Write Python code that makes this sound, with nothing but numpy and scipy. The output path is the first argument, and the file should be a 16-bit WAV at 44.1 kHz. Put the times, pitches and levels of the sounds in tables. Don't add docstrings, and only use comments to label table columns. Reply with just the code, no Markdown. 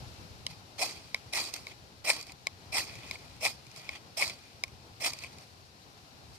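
import sys
import numpy as np
from scipy import signal
from scipy.io import wavfile

SR = 44100
rng = np.random.default_rng(int(sys.argv[2]) if len(sys.argv) > 2 else 0)


def file_out(sig):
    cols = np.atleast_2d(sig).T
    lim = np.clip(cols, -1, 1)
    pcm = np.round(lim * 32767).astype(np.int16)
    wavfile.write(sys.argv[1], SR, pcm)


def invert_db(level):
    return 10 ** (np.asarray(level, dtype=float) / 20)


N = 281740

# (frequency [Hz], density [dB per Hz])
WIND_SPECTRUM = [(12, -49), (20, -21), (22, -42), (66, 1.5), (92, 7), (122, 1.5), (193, -11), (400, -31),
                 (520, -17), (880, -120)]
RUMBLE_SPECTRUM = [(71, -29), (120, -4.5), (227, -5.5), (269, -8.5), (464, -8.5), (545, -13), (771, -8),
                   (1900, -24), (2470, -57), (4180, -120)]
HISS_SPECTRUM = [(760, -31), (1300, -1), (1810, -5.5), (2410, -4), (3190, 1.5), (3430, -10), (4230, 0.5),
                 (4930, -1), (7150, -10.5), (8410, -12.5), (13400, -17), (14500, -17)]
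# (frequency [Hz], correlation [-1 to 1])
AIR_LIKENESS = [(60, 0.52), (130, 0.8), (290, 0.7), (640, 0.54), (1410, -0.56), (3100, 0.16),
                (6820, -0.052), (15000, -0.055)]
# (frequency [Hz], left minus right [dB])
AIR_BALANCE = [(60, 3.5), (110, 1.5), (200, 2.5), (380, 2.5), (700, 5.5), (1290, 3), (2380, 6.5), (4400, 7),
               (8120, -3), (15000, 4.5)]
# (time [s], level [dB])
GUSTS = [(0, -35.5), (.07, -51.5), (.2, -52.5), (.35, -51), (.5, -52.5), (.7, -62), (.85, -60), (1.3, -60),
         (1.9, -58.5), (2.6, -61.5), (2.75, -55.5), (3.19, -53.5), (3.27, -58), (4.2, -59.5), (5.2, -57),
         (5.7, -65), (6.1, -63), (6.22, -56.5)]
# (time [s], level re calm [dB])
BACKGROUND_SWELLS = [(0, 6), (.5, 1.5), (1.5, 2), (2.2, -1.5), (2.95, 3.5), (3.3, 1.9), (4.8, 0), (5.2, 2),
                     (5.7, -0.5), (6.15, 0.8), (6.39, 0)]
# (delay [s], level [dB])
ECHOES = [(.0062, -17.5), (0.0107, -24), (0.0172, -47)]

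# (frequency [Hz], width [Hz], left [dB], right [dB], left-right likeness [0 to 1],
# extra early in a stroke [dB], extra late [dB])
WOOD_MODES = [(624, 410, 4.4, 2, 0.74, -5.5, -1), (1212, 570, 0.5, -3, 0.32, -12.5, 7),
              (292, 480, 5.4, 2, 0.87, -14.5, -3.5)]
BLADE_MODES = [(2044, 437, -1.5, 2.2, 0.81, 1.5, 2.5), (2460, 330, 8.5, 0.023, 0.48, 4, 1.8),
               (3270, 740, -1.5, 0.28, 0.14, -2, 0.38)]
ROD_MODES = [(4060, 640, -9.5, 0, 0.98, -1.5, 1.5), (4580, 380, 2.5, 3.5, 0.073, -19, -2),
             (5202, 550, -10.5, 1, 0.16, 7, 0.5), (6150, 1040, -14.5, -5.5, 0.051, -4, -3.5),
             (7220, 1400, -10.5, -10, 0.41, -2.5, 0.5), (8470, 920, -8, -9, 0.32, 4, 5),
             (9820, 1350, -22.5, -13.5, 0.17, 2.5, 1.5), (11440, 2200, -18.5, -17, 0.18, -6.5, 1.5),
             (14030, 1300, -21, -17.5, 0.18, 7, -1)]
# (start [s], end [s], from [Hz], to [Hz], level re wood [dB])
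STROKES = [
    (0.799, 0.834, 497, 736, 3),
    (1.321, 1.387, 590, 870, -6),
    (2.057, 2.109, 560, 864, -5.5),
    (2.712, 2.786, 557, 905, -3),
    (3.414, 3.472, 490, 880, 1.5),
    (4.175, 4.223, 567, 1060, -2.5),
    (5.014, 5.08, 546, 726, -3.5),
]
# (bite [s], bite level [dB], climb [s], full level [dB], letting go [s])
PRESSES = [
    (0.784, -49, 0.036, -37.5, 0.089),
    (1.331, -42, 0.043, -36.5, 0.099),
    (2.046, -45.5, .052, -32.5, 0.052),
    (2.726, -43.5, 0.054, -34.5, 0.059),
    (3.409, -53.5, 0.042, -34.5, 0.057),
    (4.174, -44, 0.039, -34, 0.075),
    (5.006, -47.5, 0.058, -32.5, 0.043),
]
# (time [s], rise [s], fall [s], blade level [dB], rod re blade [dB])
RUBS = [(0.507, 0.041, 0.055, -52.5, 2), (0.95, 0.047, 0.45, -56.5, 1.5), (1.16, 0.014, 0.031, -51, -8),
        (1.48, .05, .03, -52, 5.5), (1.544, 0.024, 0.13, -49, 4.5), (1.678, 0.022, 0.047, -55, 5.5),
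        (1.72, 0.056, 0.017, -50, -10), (2.165, 0.014, 0.093, -44, 2), (2.297, 0.081, 0.034, -53, -0.5),
        (2.87, .04, 0.9, -55.5, 1), (3.04, 0.5, 0.089, -54.5, -11.5), (3.149, 0.1, 0.018, -47, -1),
        (3.772, .06, 0.17, -56.5, 3.5), (3.87, 0.12, 0.057, -60, -4), (3.955, 0.21, 0.044, -47.5, -6),
        (4.304, 0.026, 0.048, -49.5, -6), (4.33, 0.024, 0.54, -60.5, 0), (4.68, .02, .012, -61, -12),
        (5.12, .01, 0.31, -54, 3), (5.225, 0.026, 0.042, -48, 0), (5.27, 0.1, 0.012, -54, -3),
        (5.44, .15, .03, -63, 5.5), (6.362, 0.11, .03, -64, 6)]

# (frequency [Hz], left [dB], right [dB], t60 after contact [ms])
TAP_WOOD_MODES = [(620, -17, -18, 5), (1065, -20, -21, 50)]
TAP_SPINE_MODES = [(2164, -7.5, -9, 4.7), (3310, -16, -8.5, 2.8), (4010, -13, 2, 1.4), (4070, -10, -16, 4),
                   (5205, 3, -3.5, 1.4)]
# (time [s], peak level [dB], blade frequency [Hz], brightness [dB])
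SET_BACKS = [
    (0.4651, -27.5, 3110, 9),
    (1.1444, -19, 2290, -0.5),
    (1.668, -30, 2270, -2),
    (2.4688, -19, 2286, 0),
    (3.1106, -25, 2280, .7),
    (3.8909, -24.5, 2320, -2),
    (4.6364, -22, 2370, 4),
]
# (time [s], peak level [dB], blade frequency [Hz], brightness [dB])
SNAGS = [(0.815, -29, 2480, 3), (0.8264, -45, 2080, 23), (1.334, -33, 2220, 14.5), (2.1001, -14, 2390, 0.5),
         (2.1056, -26, 1920, 11), (2.7938, -25.5, 2600, -5), (2.8034, -30, 1950, -5),
         (3.4589, -21, 2120, -2), (3.4652, -18, 2464, -0.5), (4.2219, -15, 2310, -7),
         (4.2264, -21, 2260, -14), (4.277, -39, 2470, 9), (4.2968, -30.5, 2340, 6)]
# (time [s], peak level [dB], blade frequency [Hz], brightness [dB])
TICKS = [(0.9094, -44.5, 2000, 6), (1.538, -36, 2720, 10), (2.2107, -46, 2380, 12),
         (2.2262, -49.5, 2480, 13), (2.267, -57, 2380, 15), (2.2938, -39.5, 2460, -16),
         (2.319, -49, 2440, 10.5), (2.953, -42, 2380, 0.5), (3.1542, -34.5, 2320, -21),
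         (3.666, -48.5, 2440, 2), (3.714, -54, 2470, 9), (3.7604, -46, 2270, 5.5), (4.6787, -48.5, 2320, 0),
         (5.133, -33.5, 2430, 2.5), (5.187, -43.5, 2600, 7), (5.236, -31.5, 2580, -8),
         (5.2433, -31, 2410, -22), (5.26, -47.5, 2560, -23), (5.3835, -48, 2440, 4)]
# (spine re blade [dB], rod re blade [dB], contact [ms])
TAP_KINDS = [
    (-7, -9.5, 3.38),
    (-11, -9, 3.97),
    (-8, -1.7, 4.35),
]


def rms_one(x):
    return x / np.sqrt(np.mean(x ** 2) + 1e-20)


def at_hz(points, hz):
    table = np.array(points)
    return np.interp(np.log(hz), np.log(table[:, 0] + 1e-9), table[:, 1])


def drift(rate_hz):
    r = np.exp(-64 * np.pi * rate_hz / SR)
    slow = signal.lfilter([1], [1, -2 * r, r * r], rng.standard_normal(N // 32 + 2002))
    slow = slow[2000:]
    return np.interp(np.arange(N) / 32, np.arange(len(slow)), rms_one(slow - slow.mean()))


def banded_noise(spectrum, patchy_db, speed_hz):
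    out, white = 0, rng.standard_normal((2, 2, N))
    lowest, highest = spectrum[0][0], spectrum[-1][0]
    edges = np.geomspace(lowest, highest, 1 + round(3 * np.log2(highest / lowest)))
    together = drift(speed_hz)
    for k, (low, high) in enumerate(zip(edges, edges[1:])):
        band = signal.butter(2, [low, high], "band", fs=SR, output="sos")
        mid, side = signal.sosfilt(band, white[k % 2])
        hz = np.sqrt(low * high)
        alike = np.clip(at_hz(AIR_LIKENESS, hz), -1, 1)
        tilt_db = at_hz(AIR_BALANCE, hz) / 2
        flicker = 1.23 * together + 0.66 * drift(speed_hz)
        gain = invert_db(at_hz(spectrum, hz) + patchy_db * flicker)
        pair = np.sqrt(1 + alike) * mid + np.sqrt(1 - alike) * side * [[1], [-1]]
        out = out + gain * invert_db(np.array([[tilt_db], [-tilt_db]])) * pair
    return out / np.sqrt(np.mean(out.mean(axis=0) ** 2))


def wind():
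    gust_db = np.interp(np.arange(N) / SR, *np.transpose(GUSTS))
    return invert_db(gust_db) * banded_noise(WIND_SPECTRUM, patchy_db=2.5, speed_hz=25.2)


def rumble(background_db):
    return invert_db(-60.5 + background_db) * banded_noise(RUMBLE_SPECTRUM, patchy_db=1.0, speed_hz=8)


def leaves_and_insects(background_db):
    return invert_db(-61.5 + background_db) * banded_noise(HISS_SPECTRUM, patchy_db=0.29, speed_hz=30)


def air():
    background_db = np.interp(np.arange(N) / SR, *np.transpose(BACKGROUND_SWELLS))
    return wind() + rumble(background_db) + leaves_and_insects(background_db)


def surroundings(x):
    dull, out = signal.lfilter([.5], [1, -.5], x[::-1]), x.copy()
    for delay_s, level_db in ECHOES:
        lag = round(delay_s * SR)
        out[:, lag:] += invert_db(level_db) * dull[:, :-lag]
    left_lag = 3
    return np.array([np.roll(out[0], left_lag), out[1]])


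def body(modes, force, early, late):
    out, power = np.zeros((2, N)), 0
    for k, (hz, width_hz, left_db, right_db, alike, early_db, late_db) in enumerate(modes):
        r, alike = np.exp(-np.pi * width_hz / SR), np.clip(alike, 0, 1)
        b = (1 - r * r) / 2 * np.array([1, 0, -1])
        a = [1, -2 * r * np.cos(2 * np.pi * hz / SR), r * r]
        grip = invert_db(early_db * early + late_db * late + 2 * drift(35.0))
        near, other = signal.lfilter(np.convolve(b, b), np.convolve(a, a), force * grip + 1e-18)
        blend = alike * near + np.sqrt(1 - alike ** 2) * other
        out += (-1) ** k * np.array([invert_db(left_db) * near, invert_db(right_db) * blend])
        power += (invert_db(left_db) ** 2 + invert_db(right_db) ** 2) / 4 * np.pi * width_hz / SR
    return out / np.sqrt(power)


def bending(force):
    start, end, from_hz, to_hz, level_db = np.transpose(STROKES)
    t, ends = np.arange(N) / SR, np.ravel([start, end], "F")
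    hz = np.interp(t, ends, np.ravel([from_hz, to_hz], "F"))
    gain = invert_db(np.interp(t, ends, np.repeat(level_db, 2)))
    turn = np.exp(2j * np.pi * np.cumsum(hz) / SR)
    r = np.exp(-np.pi * 80 / SR)
    damped = signal.lfilter([np.sqrt(2 - 2 * r * r)], [1, -r], force / turn)
    return gain * np.real(turn * damped) * invert_db(np.array([[1.2], [-1.2]]))


def taps():
    tones, rod_force = np.zeros((2, N)), np.zeros(N)
    t = np.arange(round(.06 * SR)) / SR
    rows = []
    for table, (spine_db, rod_db, contact_ms) in zip((SET_BACKS, SNAGS, TICKS), TAP_KINDS):
        for s, db, hz, bright_db in table:
            rows.append((s, db, hz, spine_db + bright_db, rod_db + bright_db, contact_ms))
    chances = rng.random(size=(48, 8, 4))
    for (s, blade_db, blade_hz, spine_db, rod_db, contact_ms), luck in zip(rows, chances):
        at, contact = round(s * SR), max(contact_ms, .5) / 1000
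        modes = [(blade_hz, 0.5, -5, 5.4), *TAP_WOOD_MODES]
        modes += [(hz, l + spine_db, r + spine_db, ring) for hz, l, r, ring in TAP_SPINE_MODES]
        for (hz, left_db, right_db, t60_ms), (start, skew, detune, hold) in zip(modes, luck):
            held = contact * (1 - .5 * hold * (hz > 3000))
            choke_db = -60000 * np.maximum(t - held, 0) / t60_ms
            swell = np.sin(2.3 * np.minimum(t / held, 1)) * invert_db(choke_db)
            bearing = np.minimum(t, held)
            sag = 0.15 * (hz > 1500) * (bearing / 2 - bearing ** 2 / held / 2)
            side_phase = np.array([[0], [(skew - .5) * hz / 12000]])
            cycles = hz * ((1 + .03 * (detune - .5)) * t + sag) + start + side_phase
            sides = invert_db(blade_db + np.array([[left_db], [right_db]]))
            tones[:, at:at + len(t)] += sides * swell * np.sin(2 * np.pi * cycles)
        push = invert_db(blade_db + rod_db - 0.5 - 7 * t / contact)
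        rod_force[at:at + len(t)] += push * np.minimum(t / 0.00019, 1) * (t < contact)
    return tones, rod_force


def pressure():
    t, power = np.arange(N) / SR, 0
    bite_s, bite_db, let_go_db, lift_db = 0.0066, 13, 16.5, 19
    wood_db, rod_shares_db = (-3, -6.5, -3.5), (4, 5, 7)
    for s, start_db, climb_s, full_db, go_s in PRESSES:
        marks = s + np.cumsum([0, climb_s, go_s])
        clear = marks[2] + go_s
        eased_db = full_db - let_go_db
        levels_db = [start_db - bite_db, start_db, full_db, eased_db, eased_db - lift_db]
        blade_db = np.interp(t, [s - bite_s, *marks, clear], levels_db)
        shares_db = np.array([np.interp(t, marks, wood_db), 0 * t, np.interp(t, marks, rod_shares_db)])
        power = power + invert_db(2 * (blade_db + shares_db)) * ((t > s - bite_s) & (t < clear))
    broken_db = 1.2 * drift(38)
    for s, rise_s, fall_s, blade_db, rod_db in RUBS:
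        fade_db = 19.5 * np.maximum((s - t) / rise_s, (t - s) / fall_s)
        shares_db = np.array([[-6 + 0.49 * rod_db], [0], [rod_db]])
        power = power + invert_db(2 * (blade_db + shares_db)) * invert_db(2 * (broken_db - fade_db))
    return np.sqrt(power)


def knife():
    t, drag = np.arange(N) / SR, pressure()
    early = sum(np.interp(t, [start - .01, start, end], [0, 1, 0]) for start, end, *_ in STROKES)
    late = sum(np.interp(t, [start, end, end + .015], [0, 1, 0]) for start, end, *_ in STROKES)
    slips_per_s, spread_db, chatter_db = 9000, 3.0, 1.5
    sizes = invert_db(spread_db * np.minimum(rng.exponential(1, N), 4))
    sizes = sizes * (rng.random(N) < slips_per_s / SR)
    slips = rms_one(sizes * invert_db(chatter_db * drift(46)) * rng.choice([-1, 1], (2, N)))
    tones, rod_force = taps()
    wood, blade, rod = drag[:, None] * slips
    upper = signal.butter(3, 5300, "high", fs=SR, output="sos")
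    rod = rod + signal.sosfilt(upper, rod_force * rng.choice([-1, 1], (2, N)))
    ringing = body(WOOD_MODES, wood, early, late)
    ringing = ringing + body(BLADE_MODES, blade, early, late) + body(ROD_MODES, rod, early, late)
    return ringing + bending(wood[0] * (early + late)) + tones


def scene():
    return surroundings(knife()) + air()


def roll_off(x):
    return signal.sosfilt(signal.butter(12, 15890, fs=SR, output="sos"), x)


def record(dry):
    low_pass = signal.cheby2(12, 40, 15000, fs=SR, output="sos")
    mix = signal.sosfilt(low_pass, dry)
    return roll_off(mix)


dry = scene()
out = record(dry)
file_out(out)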